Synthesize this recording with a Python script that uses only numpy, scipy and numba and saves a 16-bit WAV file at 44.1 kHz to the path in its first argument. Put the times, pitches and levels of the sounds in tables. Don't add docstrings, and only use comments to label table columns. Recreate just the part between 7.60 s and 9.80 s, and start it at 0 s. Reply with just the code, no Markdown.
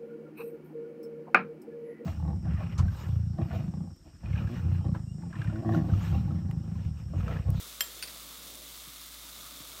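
import sys
import numpy as np
from scipy import signal
from scipy.fft import rfft, irfft
from scipy.io import wavfile
from scipy.ndimage import uniform_filter1d
from numba import njit

SR = 44100
rng = np.random.default_rng(int(sys.argv[2]) if len(sys.argv) > 2 else 0)


def amplitude_ratio(level_db):
    exponent = np.asarray(level_db, float) / 20
    return 10 ** exponent


def pcm_store(signal):
    levels = np.round(np.clip(np.atleast_2d(signal), -1, 1) * 32767)
    wavfile.write(sys.argv[1], SR, levels.astype(np.int16).T)


N = 97020

# frequency in Hz, rms level in dB, depth of the random waver in dB before smoothing.
HUM_LINES = [(56.5, -60.5, 0.5), (172.4, -74, 2), (274.5, -72.5, 5)]
# frequency in Hz, relative gain in dB.
AIR_COLOUR = [(41, -28), (70, -8.5), (95, -13), (120, -8.5), (167, -6.5), (220, -8), (269, -6.5),
              (340, -7.5), (420, -10), (627, -6.5), (800, -15), (1000, -15.5), (1300, -41), (2200, -86)]
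# time in seconds, level in dB, boost of its upper band in dB.
AIR_LEVEL = [(0, -62.5, 5.5), (.15, -61.5, -0.5), (.35, -62.5, 7), (.55, -59, -1), (1.0, -60.5, 1),
             (1.2, -60.5, -0.5), (1.4, -62, -3.5), (1.8, -60.5, -6), (2.05, -59, -2), (2.2, -57.5, -1)]
AIR_UPPER_HZ, AIR_UPPER_WIDTH_HZ = 460, 200

# start in seconds, level in dB, starting pitch in Hz.
THUDS = [(1.273, -49.5, 346), (2.003, -48.5, 350)]
THUD_END_HZ, THUD_FALL_S, THUD_PEAK_S = 115, 0.0043, 0.0055
TABLE_HZ, TABLE_DB, TABLE_PEAK_S = 294, -7, 0.0056

# frequency in Hz, level in dB before scatter, T60 in seconds.
CLINK_MODES = [(653, -19, 0.043), (1670, -16.5, 0.076), (2166, -10, 0.032), (2785, -0.5, 0.021),
               (3178, -4, 0.17), (4230, -23, 0.059), (4270, -1, 0.017), (5245, -11, 0.086),
               (5530, -30, 0.01), (7180, -11, 0.062), (7457, -6, 0.17), (9430, -17, 0.094),
               (9440, -15, 0.034), (12130, -14, 0.026), (13400, -8, 0.11), (13200, -22, .05),
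               (13718, -24, .06), (13750, -5, 0.097)]
# start in seconds, level in dB, extra ring level in dB.
CLINKS = [(.2072, -24.5, 2)]
# frequency in Hz, relative gain in dB.
CLINK_CRACK = [(250, -27), (550, -12.5), (1000, -10), (1600, -9.5), (2700, -6), (3700, -27), (4500, -4),
               (5600, -7), (6600, -18), (7400, -24), (9500, -9), (11300, -24), (13300, 1), (15000, -36)]
CLINK_CRACK_DB, CLINK_CRACK_S = 3, 0.0021

# frequency in Hz, level in dB before scatter, T60 in seconds.
TRAY_MODES = [(1527, -12, 0.061), (1978, -11.5, 0.062), (2620, -2, 0.034), (4180, -11, 0.057),
              (4630, 1, 0.071), (5120, 0, 0.035), (6060, -6.5, 0.033), (14310, -19, .08), (9062, -5, .22)]
# start in seconds, level in dB, extra ring level in dB.
TAPS = [(.392, -60, -13), (.397, -52, -16), (.408, -68, -12), (.4253, -34.5, 1), (.431, -44, -3),
        (.4335, -37, -14), (.437, -42, -7), (.4415, -61, -16), (.454, -50, -13), (.461, -52, -8),
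        (.476, -47, -4), (.482, -44, -14), (.485, -46, -12)]
# frequency in Hz, relative gain in dB.
TAP_CRACK = [(180, -55), (300, -40), (1100, -10), (2520, -4.5), (3130, -7.5), (5080, -5), (7080, -20),
             (9090, -19), (16000, -16)]
TAP_CRACK_DB, TAP_CRACK_S = 3.5, 0.0014

GRIP_S, GRIP_FADE_S, GRIP_DB = 0.021, 0.0028, -16
RATTLE_DB, RATTLE_S = -17.5, 0.02
CLICK_DB = 14.5
LAG_CYCLES = 1.8

ROOM_DB, ROOM_RISE_S = -10.5, 0.0046
ROOM_T60_S, ROOM_TREBLE_T60_S, ROOM_SPLIT_HZ = 0.4, 0.17, 11400
# frequency in Hz, relative gain in dB.
ROOM_COLOUR = [(500, 2.5), (3200, -6.5), (7400, -3), (13000, 2)]

# frequency in Hz, relative gain in dB.
FOAM_COLOUR = [(410, -41), (700, -15), (854, -12.5), (1170, -4.5), (1630, -8.5), (2150, -8), (2390, -7.5),
               (3610, -1), (5220, -3), (8000, -3.5), (11000, -4.5), (14300, -3.5), (15300, -5), (16500, -5)]
# frequency in Hz, width in Hz, gain in dB.
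CELL_RESONANCES = [(1226, 340, 0.5), (2125, 250, -2.5), (3586, 520, -3)]
# time in seconds, foam level in dB, extra level of the lowest cell resonance in dB.
FOAM_ACTIVITY = [(0, -44.5, -2), (.2, -47, -0.5), (.35, -46, -3), (.55, -46.5, -4.5), (.75, -46.5, 2),
                 (.95, -46, -8.5), (1.1, -46.5, -6), (1.25, -46.5, -0.5), (1.45, -46.5, -6),
                 (1.65, -46.5, -6), (1.85, -46, 4.5), (2.05, -46, -1.5), (2.2, -46.5, 5.5)]
# start in seconds, level in dB, starting pitch in Hz.
POPS = [(0.905, -46, 3800), (.9402, -32, 7000), (0.945, -42, 8000), (0.9546, -28, 8500), (1.073, -37, 7040),
        (1.5427, -32.5, 4000), (1.814, -45, 5000), (2.024, -35, 6000)]
BURSTS_PER_S, BURST_SPREAD_DB, HISS_DB = 2000, 4, 0.5
BUBBLES_PER_S, BUBBLE_DB, BUBBLE_SPREAD_DB = 230, -16.5, 7.5
BUBBLE_HZ, BUBBLE_OCTAVES = 6400, 0.614
BUBBLE_CYCLES = 7.6
LARGEST = 2.3

TOP_HZ = 15920


def unit(x):
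    return x / np.sqrt(np.mean(x ** 2))


def colour(x, table):
    hz, db = np.array(table, float).T
    bins_hz = np.arange(1025) * SR / 2048
    gain_db = np.interp(np.log(bins_hz + 1), np.log(hz), db)
    cepstrum = irfft(np.log(amplitude_ratio(gain_db)))
    cepstrum[1:1024] *= 2
    cepstrum[1025:] = 0
    impulse = irfft(np.exp(rfft(cepstrum)))
    return signal.fftconvolve(x, impulse)[:len(x)]


def peak(x, hz, width):
    return signal.lfilter(*signal.iirpeak(hz, hz / width, SR), x)


def walk(count):
    hold = SR // count
    steps = np.repeat(rng.standard_normal(N // hold + 1), hold)
    return uniform_filter1d(uniform_filter1d(steps, hold), hold)[:N]


def kitchen():
    t = np.arange(N) / SR
    hum = np.zeros(N)
    for hz, db, waver_db in HUM_LINES:
        level = np.sqrt(2) * amplitude_ratio(db + waver_db * walk(count=10))
        hum += level * np.sin(2 * np.pi * (hz * t + rng.random()))
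    at, db, upper_db = np.array(AIR_LEVEL, float).T
    air = unit(colour(rng.standard_normal(N), AIR_COLOUR))
    boost = amplitude_ratio(np.interp(t, at, upper_db)) - 1
    air = air + boost * peak(air, AIR_UPPER_HZ, AIR_UPPER_WIDTH_HZ)
    return hum + amplitude_ratio(np.interp(t, at, db) + 1.6 * walk(count=6)) * air


def thuds():
    out = np.zeros(N)
    for at, db, hz in THUDS:
        t = np.maximum(np.arange(N) / SR - at, 0)
        sag = (hz - THUD_END_HZ) * THUD_FALL_S * (1 - np.exp(-t / THUD_FALL_S))
        turns = THUD_END_HZ * t + sag
        thud_shape = np.e * t / THUD_PEAK_S * np.exp(-t / THUD_PEAK_S)
        table_shape = np.e * t / TABLE_PEAK_S * np.exp(-t / TABLE_PEAK_S)
        out += amplitude_ratio(db) * thud_shape * np.sin(2 * np.pi * turns)
        out += amplitude_ratio(db + TABLE_DB) * table_shape * np.sin(2 * np.pi * TABLE_HZ * t)
    return out


def struck(blows, modes, crack, crack_db, crack_s, scatter_db):
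    length = 20000
    out, t = np.zeros(N + length), np.arange(length) / SR
    hz, mode_db, t60 = np.array(modes, float).T[:, :, None]
    grip = amplitude_ratio(GRIP_DB * (1 + np.tanh((t - GRIP_S) / GRIP_FADE_S / 2)) / 2)
    onset = np.minimum(t / 0.00051, 1)
    lag_hz = np.maximum(np.fft.rfftfreq(length, 1 / SR), 150)
    lag = np.exp(-2j * np.pi * LAG_CYCLES * np.log(lag_hz))
    shape = np.exp(-t / crack_s) + amplitude_ratio(RATTLE_DB) * np.exp(-t / RATTLE_S)
    for at, db, ring_db in blows:
        size = amplitude_ratio(mode_db + ring_db + scatter_db * rng.standard_normal(hz.shape))
        decay = np.exp(-np.log(1000) * t / t60)
        ring = np.sum(size * np.sin(2 * np.pi * hz * t) * decay, axis=0)
        push = rng.standard_normal(length) * shape
        push[0] += amplitude_ratio(CLICK_DB)
        snap = colour(push, crack)
        snap = snap * np.sqrt(np.sum(shape ** 2) / np.sum(snap ** 2))
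        snap = irfft(rfft(snap) * lag)
        i = int(at * SR)
        out[i:i + length] += amplitude_ratio(db) * (ring * grip * onset + amplitude_ratio(crack_db) * snap)
    return out[:N]


def room(x):
    t = np.arange(SR // 2) / SR
    noise = colour(rng.standard_normal(SR // 2), ROOM_COLOUR)
    low = signal.lfilter(*signal.butter(2, ROOM_SPLIT_HZ, fs=SR), noise)
    low_fade = np.exp(-np.log(1000) * t / ROOM_T60_S)
    treble_fade = np.exp(-np.log(1000) * t / ROOM_TREBLE_T60_S)
    tail = (low * low_fade + (noise - low) * treble_fade) * np.minimum(t / ROOM_RISE_S, 1)
    tail = tail / np.sqrt(np.sum(tail ** 2))
    return x + amplitude_ratio(ROOM_DB) * signal.fftconvolve(x, tail)[:N]


@njit
def grains(n, at, hz, size, cycles, glide):
    y = np.zeros(n)
    for k in range(len(at)):
        phase, level, turn = 0., size[k], 2 * np.pi * hz[k] / SR
        fade = np.exp(-hz[k] / SR / cycles * 3)
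        for i in range(int(at[k] * SR), n):
            y[i] += level * np.sin(phase)
            phase += turn
            level *= fade
            turn *= 1 + glide * hz[k] / SR
            if level < size[k] * .003 or turn > 3:
                break
    return y


def film_bursts():
    chance, rank, side = rng.random((3, N))
    size = amplitude_ratio(BURST_SPREAD_DB * np.minimum(-np.log(1 - rank), LARGEST))
    return (chance < BURSTS_PER_S / SR) * size * np.sign(side - .5)


def bubbles():
    wait, rank = rng.random((3000, 2)).T
    at = np.cumsum(-np.log(1 - wait)) / BUBBLES_PER_S
    hz = np.clip(BUBBLE_HZ * 2 ** (BUBBLE_OCTAVES * rng.standard_normal(3000)), 800, 15000)
    size = amplitude_ratio(BUBBLE_SPREAD_DB * np.minimum(-np.log(1 - rank), LARGEST))
    return grains(N, at, hz, size, BUBBLE_CYCLES, 0.046)


def foam():
    hiss = amplitude_ratio(HISS_DB) * rng.standard_normal(N)
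    fizz = colour(unit(film_bursts()) + hiss + amplitude_ratio(BUBBLE_DB) * unit(bubbles()), FOAM_COLOUR)
    at, level_db, low_db = np.array(FOAM_ACTIVITY, float).T
    t = np.arange(N) / SR
    rings = [amplitude_ratio(db + 0.47 * walk(count=12)) * peak(fizz, hz, width) for hz, width, db in CELL_RESONANCES]
    fizz = unit(fizz + amplitude_ratio(np.interp(t, at, low_db)) * rings[0] + sum(rings[1:]))
    level = amplitude_ratio(np.interp(t, at, level_db) + 0.48 * walk(count=25))
    pop_at, pop_db, pop_hz = np.array(POPS, float).T
    return fizz * level + grains(N, pop_at, pop_hz, amplitude_ratio(pop_db), 5.5, 0.033)


def scene():
    hits = struck(CLINKS, CLINK_MODES, CLINK_CRACK, CLINK_CRACK_DB, CLINK_CRACK_S, scatter_db=0.4)
    hits = hits + struck(TAPS, TRAY_MODES, TAP_CRACK, TAP_CRACK_DB, TAP_CRACK_S, scatter_db=2.8)
    return (kitchen() + thuds() + room(hits) + foam())[None]


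def top_cut(x):
    return signal.sosfilt(signal.butter(12, 16660, fs=SR, output="sos"), x)


def record(dry):
    passed = np.fft.rfftfreq(N, 1 / SR) < TOP_HZ
    mix = irfft(rfft(dry) * passed, N)
    return top_cut(mix)


dry = scene()
out = record(dry)
pcm_store(out)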